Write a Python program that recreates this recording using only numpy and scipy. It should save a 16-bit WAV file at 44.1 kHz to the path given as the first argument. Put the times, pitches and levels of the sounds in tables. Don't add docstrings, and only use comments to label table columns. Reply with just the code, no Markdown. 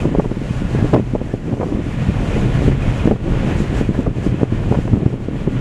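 import sys
import numpy as np
from scipy import signal
from scipy.fft import rfft, irfft, next_fast_len
from scipy.io import wavfile
from scipy.ndimage import uniform_filter1d

SR = 44100
rng = np.random.default_rng(int(sys.argv[2]) if len(sys.argv) > 2 else 0)


def persist_wave(psi):
    counts = np.round(np.clip(psi, -1, 1) * 32767).astype(np.int16)
    wavfile.write(sys.argv[1], SR, np.atleast_2d(counts).T)


def gain_from_db(level_db):
    decades = np.asarray(level_db, float) / 20
    return 10 ** decades


N = 247342
T = np.arange(N) / SR
SIZE = next_fast_len(N + 8192)
HZ = np.maximum(np.arange(SIZE // 2 + 1) * SR / SIZE, 1)


def gain(points):
    hz, db = np.transpose(points)
    return gain_from_db(np.interp(np.log(HZ), np.log(hz), db, left=-120, right=-120))


def scaled(points, scale):
    return [(hz * scale, db) for hz, db in points]


def colour(x, shape):
    return irfft(rfft(x, SIZE) * shape, SIZE)[:N]


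def unit(x):
    return x / np.sqrt(np.mean(x ** 2))


def walk(rate):
    k = int(SR / rate)
    steps = np.repeat(rng.standard_normal(N // k + 1), k)
    return unit(uniform_filter1d(uniform_filter1d(steps, k), k)[:N])


def restless(points, shared_db, own_db, rate):
    shape = gain(points)
    source = rfft(rng.standard_normal(SIZE))
    shared = walk(rate)
    out = 0
    lowest, highest = np.log2(points[0][0]) // 1, np.log2(points[-1][0]) + 1
    for centre in np.arange(lowest, highest, .5):
        band = np.clip(1 - 2 * np.abs(np.log2(HZ) - centre), 0, 1)
        level_db = shared_db * shared + own_db * walk(rate)
        out = out + irfft(source * shape * band, SIZE)[:N] * gain_from_db(level_db)
    return unit(out)


def curve(table):
    s, db = np.transpose(table)
    return np.interp(T, s, db)


def swells(s, db, width_s):
    return np.exp(-.5 * ((T[:, None] - np.array(s)) / np.array(width_s)) ** 2) @ np.array(db)


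def clicks(s, size):
    return np.bincount(np.clip((s * SR).astype(int), 0, N - 1).ravel(), size.ravel(), N)


def jolts(s, db, points, turn):
    shape = gain(points)
    shape = shape / irfft(shape, SIZE)[0]
    bumps = colour(clicks(s, gain_from_db(db) * np.cos(turn)), shape)
    swings = colour(clicks(s, gain_from_db(db) * np.sin(turn)), 1j * shape)
    return bumps + swings


# (f/Hz, level/dB)
SNAP_COLOUR = [(400, 8), (700, -3.5), (1000, -5), (1500, -19.5), (2200, -27), (4000, -73)]


def frayed(s, db, spread_s, count=3):
    chance = rng.random((len(s), count, 3))
    place = np.arange(count) - 1
    level = db[:, None] - 1.9 * chance[..., 1] - 2.1 * np.abs(place)
    at = s[:, None] + spread_s * place * (0.356 + chance[..., 0])
    return jolts(at, level, SNAP_COLOUR, 2 * np.pi * chance[..., 2])


# (t/s, peak level/dB, thud share/dB, snap share/dB)
HARD_GUSTS = [(.0558, 0, -10, -18), (.1506, -2.5, -16, -17), (.1863, 0, -34, -27), (.1986, -4.5, -4, -2.5),
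              (.8455, -2, -18, -31), (.9345, -6, 5.5, -8), (.9387, 4, -15, -12), (.9455, 4.5, -14, -8),
              (.9635, -3, -6, -7), (.978, -1.5, -29, -33), (.9985, -6.5, -10, -16.5),
              (1.1527, -0.5, -17, -15), (1.3402, -5, -6, -19.5), (1.61, -12.5, -9, -12),
              (1.6322, -9.5, -16, -3), (1.6402, -11, -9, -10), (1.7241, -6.5, -21, -21),
              (2.6874, -6.5, -17, -24), (3.0755, 3, -33, -25), (3.112, -2.5, -6, -15),
              (3.1174, -2, -30, -12), (3.6044, -4.5, -7, -24), (3.8127, -3.5, -3, -23),
              (3.8921, -3, -8, -32), (4.0698, -7, -17, -5.5), (4.2671, -1, -36, -20),
              (4.4328, 0.5, -1, -21), (4.7248, -9, -20, -1.5), (4.8796, -10.5, -15, -5),
              (5.4761, -4.5, -6, -19)]
# (t/s, peak level/dB, snap share/dB)
PUNCHES = [(0.2601, -7.5, -20), (0.3163, -6, -14), (0.371, -10, -32), (0.4164, -12.5, -28),
           (0.6211, -9, -28), (0.7501, -6, -18.5), (0.7896, -10, -19), (1.137, -8, -36),
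           (1.1606, -11.5, -8.5), (1.2158, -10, -14), (1.5176, -10, -29), (1.601, -8.5, -15),
           (1.7488, -9.5, -28), (1.867, -13.5, -14), (2.7252, -14, -21), (3.2855, -16, -26),
           (3.62, -10, -29), (3.7293, -9.5, -25), (3.91, -7, -35), (3.9802, -11, -17), (3.9922, -5, -20),
           (4.0834, -10.5, -27), (4.3251, -9, -26), (4.3444, -6.5, -41), (4.418, -9.5, -19),
           (4.5251, -6.5, -30), (5.0331, -6.5, -28), (5.1414, -13, -14), (5.2862, -7, -17),
           (5.4822, -7, -27)]
# (t/s, thud peak level/dB, punch under thud/dB)
THUMPS = [(0.045, -22, 5), (0.1931, -7.5, 5), (0.5098, -2, 18), (0.6537, -7, 17), (0.8278, -1.5, 12),
          (0.855, -17, -2), (1.243, -14.5, 10), (1.5319, -5.5, 6), (1.5387, -10.5, -2), (2.0892, -0.5, 18),
          (2.0979, -4, 8), (2.217, -18, 12), (2.6805, -6, -4), (2.8802, -5.5, 11), (3.0573, -2.5, 4),
          (3.1374, -11.5, -1.5), (3.312, -11.5, 10), (3.5265, -2.5, 21), (3.56, -4.5, 21),
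          (4.077, -3.5, 13.5), (4.1851, -15.5, -3.5), (4.7155, -3.5, 2), (4.7751, -1, 20), (4.789, -3.5, 4),
          (4.855, -6.5, 9), (4.9338, -1, 8), (4.9401, -0.2, 14), (4.974, -9, 6), (5.0244, -10, 5),
          (5.0637, 2.7, 11)]
PUNCH_THUD_DB, THUMP_SNAP_DB = -5.5, -18
# (f/Hz, level/dB)
THUD_COLOUR = [(20, -21), (60, -4.5), (120, 0.5), (200, -4.5), (400, -26)]
# (f/Hz, level/dB)
PUNCH_COLOUR = [(80, -27), (190, -0.5), (300, -0.5), (450, -5), (700, -18), (1200, -53)]


def gusts():
    swirls = HARD_GUSTS + [(s, db, PUNCH_THUD_DB, snap) for s, db, snap in PUNCHES]
    swirls = swirls + [(s, db - under, under, THUMP_SNAP_DB) for s, db, under in THUMPS]
    s, peak_db, thud_db, snap_db = np.transpose(swirls)
    turn, size, lag, wake_turn = rng.random((len(s), 4)).T
    out = jolts(s, peak_db + thud_db - 3.0, THUD_COLOUR, 2 * np.pi * turn)
    smallness = np.digitize(snap_db + 8 * size, (-18, -10))
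    at = np.array([s, s + 0.00395 + 0.00515 * lag])
    db = np.array([peak_db - 1.5, peak_db - 9.5])
    turns = 2 * np.pi * np.array([turn, wake_turn])
    for k, scale in enumerate((.8, 1.05, 1.45)):
        some = smallness == k
        out = out + jolts(at[:, some], db[:, some], scaled(PUNCH_COLOUR, scale), turns[:, some])
    return out + frayed(s, peak_db + snap_db, 0.00313)


# (t/s, peak level/dB)
CRACKLES = [(0.246, -14), (0.254, -22), (0.689, -27), (0.788, -22), (0.964, -10), (0.971, -27),
            (0.984, -18), (1.204, -27), (1.224, -32), (1.525, -21), (1.614, -9), (1.76, -19), (1.722, -20),
            (.313, -24), (.05, -18), (4.26, -19), (4.066, -14.5), (5.058, -19), (5.473, -18.5),
            (1.577, -24), (2.329, -16), (3.037, -19), (3.159, -20.5), (3.946, -15.5), (4.411, -21),
            (4.749, -8), (4.764, -20), (4.877, -38), (5.029, -37)]


def crackle():
    s, db = np.transpose(CRACKLES)
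    return frayed(s + 0.00208, db - .6, 0.00408)


def duck(x):
    knee_db, share = -21.5, 0.39
    attack_s, release_s = 0.013, 0.14
    power = x ** 2
    for tau in (attack_s, release_s):
        keep = np.exp(-1 / (tau * SR))
        power = signal.lfilter([1 - keep], [1, -keep], power)
    return -share * 10 * np.log10(1 + power / gain_from_db(knee_db) ** 2)


# (t/s, level/dB, half width/s)
LULLS = [(.3, -1, 0.037), (.57, -0.5, 0.034), (1.04, -2.5, 0.023), (1.4, -1.5, 0.028), (2.77, -3, 0.04),
         (3.185, -9, 0.058), (3.68, -1.5, .03), (4.13, -5, 0.033), (4.49, -3.5, 0.031), (4.87, -2, 0.036),
         (5.19, -1.5, 0.024)]


def lulls():
    return swells(*np.transpose(LULLS))


# (t/s, level/dB)
DRAUGHT = [(0.0, -19), (0.08, -25), (0.47, -34.5), (0.7, -33), (0.81, -25), (1.27, -36), (1.51, -28.5),
           (1.67, -23.5), (2.09, -31.5), (2.22, -24.5), (3.03, -23.5), (3.22, -20), (3.54, -25),
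           (3.98, -25), (4.34, -26.5), (4.94, -24), (5.06, -27), (5.61, -30.5)]
# (f/Hz, level/dB)
BUFFET_COLOUR = [(50, -29), (120, 0), (200, 5), (300, -2), (500, -14.5), (800, -23.5), (1500, -40)]


def buffeting(duck_db, lull_db, count=900):
    level_db = curve(DRAUGHT) + 0.39 * duck_db + 1.23 * lull_db + 1.75
    out, flap = 0, walk(25.11)
    for scale in (.7, 1.05, 1.5):
        chance = rng.random((count, 3)).T
        size = np.sign(chance[1] - .5) * gain_from_db(-9.0 * chance[2])
        swarm = colour(clicks(chance[0] * N / SR, size), gain(scaled(BUFFET_COLOUR, scale)))
        out = out + swarm * gain_from_db(2.2 * flap + 1.8 * walk(25.12))
    return gain_from_db(level_db) * unit(out)


# (t/s, roar level/dB)
RIDE = [(0, -38.5), (.28, -42), (.55, -39.5), (.8, -35.5), (.95, -38), (1.1, -41.5), (1.45, -45.5),
        (1.75, -42), (2.1, -36.5), (2.35, -34.5), (2.65, -34.5), (3.0, -35), (3.45, -35.5), (3.8, -35.5),
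        (3.93, -40.5), (4.7, -38), (5.2, -44.5), (5.61, -39)]


def ride(duck_db, lull_db):
    return curve(RIDE) + duck_db + lull_db + 1.5


# (f/Hz, level/dB)
ROAR_COLOUR = [(200, -9), (500, 10.5), (800, 4), (1100, 1.5), (1350, -1), (1450, 3.5), (1550, -3.5),
               (1700, 0.5), (2500, -2.5), (3100, -5), (3900, -13.5), (5000, -24.5), (7000, -34)]


def tyres(roar_db, flutter):
    return gain_from_db(roar_db + 4.0 + 0.53 * flutter) * restless(ROAR_COLOUR, shared_db=.5, own_db=0.73, rate=20)


# (t/s, shudder level/dB, boom level/dB)
RUTS = [(.01, 2, -2), (.07, 0, 2), (.2, 3, -7), (.33, 7, -7), (.51, -11, -2), (.79, -1, 5.5),
        (.95, -5, 8.5), (1.11, 4, -1), (1.76, 3, 1), (1.55, -5, -2), (1.33, -3, -4), (3.22, 2, 4),
        (2.05, -13, 4), (2.44, -2, 4), (2.69, 7, 7.5), (2.86, 3, 2), (3.12, 10.5, 9.5), (3.34, 3.5, -2),
        (3.48, -6.5, 2), (3.64, 0, -9), (4.08, 8, -1), (4.14, -5, 0), (4.28, 8.5, 3.5), (4.36, -8, 1),
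        (4.94, 6, 8), (5.55, -8, 4), (5.61, 7, -0.5)]
# (f/Hz, level/dB)
SHUDDER_COLOUR = [(8, -23), (20, -2), (40, 0), (70, -5.5), (110, -11), (200, -22)]
# (f/Hz, level/dB)
BOOM_COLOUR = [(50, -14.5), (90, -4), (110, -1.5), (126, 3.5), (145, -4), (190, -7), (300, -12)]


def body_and_cabin(effort_db):
    rut_s, rock_db, pump_db = np.transpose(RUTS)
    width_s = 0.026
    shudder_db = -25.5 + 0.88 * effort_db + swells(rut_s, rock_db, width_s)
    boom_db = -25 + 0.73 * effort_db + swells(rut_s, pump_db, width_s)
    shudder = gain_from_db(shudder_db + 0.2) * restless(SHUDDER_COLOUR, shared_db=0.5, own_db=0.8, rate=12)
    boom = gain_from_db(boom_db + 2.0) * restless(BOOM_COLOUR, shared_db=-0.6, own_db=1.8, rate=22)
    return shudder + boom


# (t/s, lift level/dB)
PUFFS = [
    (.05, 1.5),
    (.75, 1),
    (2.41, 1.5),
    (2.64, 1.5),
    (2.98, 1.5),
    (3.6, 4.5),
    (3.78, 4),
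    (4.25, 2.5),
    (4.78, 1),
]


def puffs():
    return swells(*np.transpose(PUFFS), 0.027)


# (f/Hz, level/dB)
HISS_COLOUR = [(2500, -21), (4000, -0.5), (5500, -1.5), (7000, -0.5), (8500, -6), (10500, -10.5),
               (12500, -20), (14600, -40), (15200, -43), (15400, -38), (15700, -33)]


def gap_hiss(roar_db, effort_db, lull_db, lift_db, flutter):
    over_roar_db = -12.5 - .5 * T - 0.26 * (effort_db - lull_db) + lift_db
    level_db = roar_db + over_roar_db + 0.86 + 1.3 * flutter
    return gain_from_db(level_db) * restless(HISS_COLOUR, shared_db=-0.5, own_db=-0.1, rate=10)


# (f/Hz, level/dB)
WHISTLE_COLOUR = [(5500, -18), (7000, -3), (7600, -1), (8400, -14), (10000, -25)]


def whistle(roar_db, lift_db):
    breath = unit(colour(rng.standard_normal(N), gain(WHISTLE_COLOUR)))
    return gain_from_db(roar_db - 30 + 3.3 * lift_db) * breath


# (t/s, peak level/dB)
BUZZES = [
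    (2.3341, -26),
    (2.5506, -34.5),
    (2.598, -38),
    (2.8194, -28),
    (2.8759, -35),
    (2.9901, -25.5),
    (3.0144, -37),
    (3.1009, -40),
]
# (f/Hz, width/Hz, level over roar/dB)
TRIM_RINGS = [
    (1690, 110, -17),
    (2480, 90, -19),
]


def trim(roar_db):
    fits = 0
    for hz, width, over_db in TRIM_RINGS:
        ring = 1 / (1 + 1j * (HZ - hz) / (width / 2))
        fits = fits + gain_from_db(over_db + 5.5 * walk(30)) * unit(colour(rng.standard_normal(N), ring))
    s, db = np.transpose(BUZZES)
    swell = swells(s + .008, gain_from_db(db - 5.5), 0.0047)
    return gain_from_db(roar_db) * fits + swell * np.sin(2 * np.pi * TRIM_RINGS[1][0] * T)


# (t/s, peak level/dB, f/Hz)
GRIT_HITS = [(0.1394, -41, 6690), (1.6984, -39, 7140), (2.4094, -31, 6540), (2.8075, -39, 6000),
             (2.8714, -41, 6080), (3.3034, -39, 6760), (3.5104, -32, 6400), (3.5474, -35, 6320),
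             (4.0074, -34, 7600), (4.0317, -37, 6920), (4.0614, -39, 6540), (4.1844, -39, 7000),
             (4.7204, -38, 6720), (4.7414, -44, 6650), (5.441, -43, 6490), (4.8775, -22, 1800),
             (4.7555, -22, 1900), (5.062, -25, 1500), (.9455, -18, 3200), (.9635, -20, 1700)]


def grit():
    out, t = np.zeros(N + 512), np.arange(512) / SR
    for s, db, hz in GRIT_HITS:
        i = int(s * SR)
        out[i:i + 512] += gain_from_db(db) * np.exp(-t / .0005) * np.sin(2 * np.pi * hz * t)
    return out[:N]


def scene():
    thumps = gusts() + crackle()
    duck_db, lull_db, lift_db = duck(thumps), lulls(), puffs()
    wind = thumps + buffeting(duck_db, lull_db)
    roar_db = ride(duck_db, lull_db)
    effort_db = roar_db + 39
    flutter = walk(23.63)
    car = tyres(roar_db, flutter) + body_and_cabin(effort_db)
    gap = gap_hiss(roar_db, effort_db, lull_db, lift_db, flutter) + whistle(roar_db, lift_db)
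    return (wind + car + gap + trim(roar_db) + grit())[None]


def low_pass(x):
    return signal.sosfilt(signal.butter(12, 15720, fs=SR, output="sos"), x)


def record(dry):
    settle = np.minimum(T / .003, 1)
    mix = np.clip(1.004 * dry * settle, -.99, .99)
    return low_pass(mix)


dry = scene()
out = record(dry)
persist_wave(out)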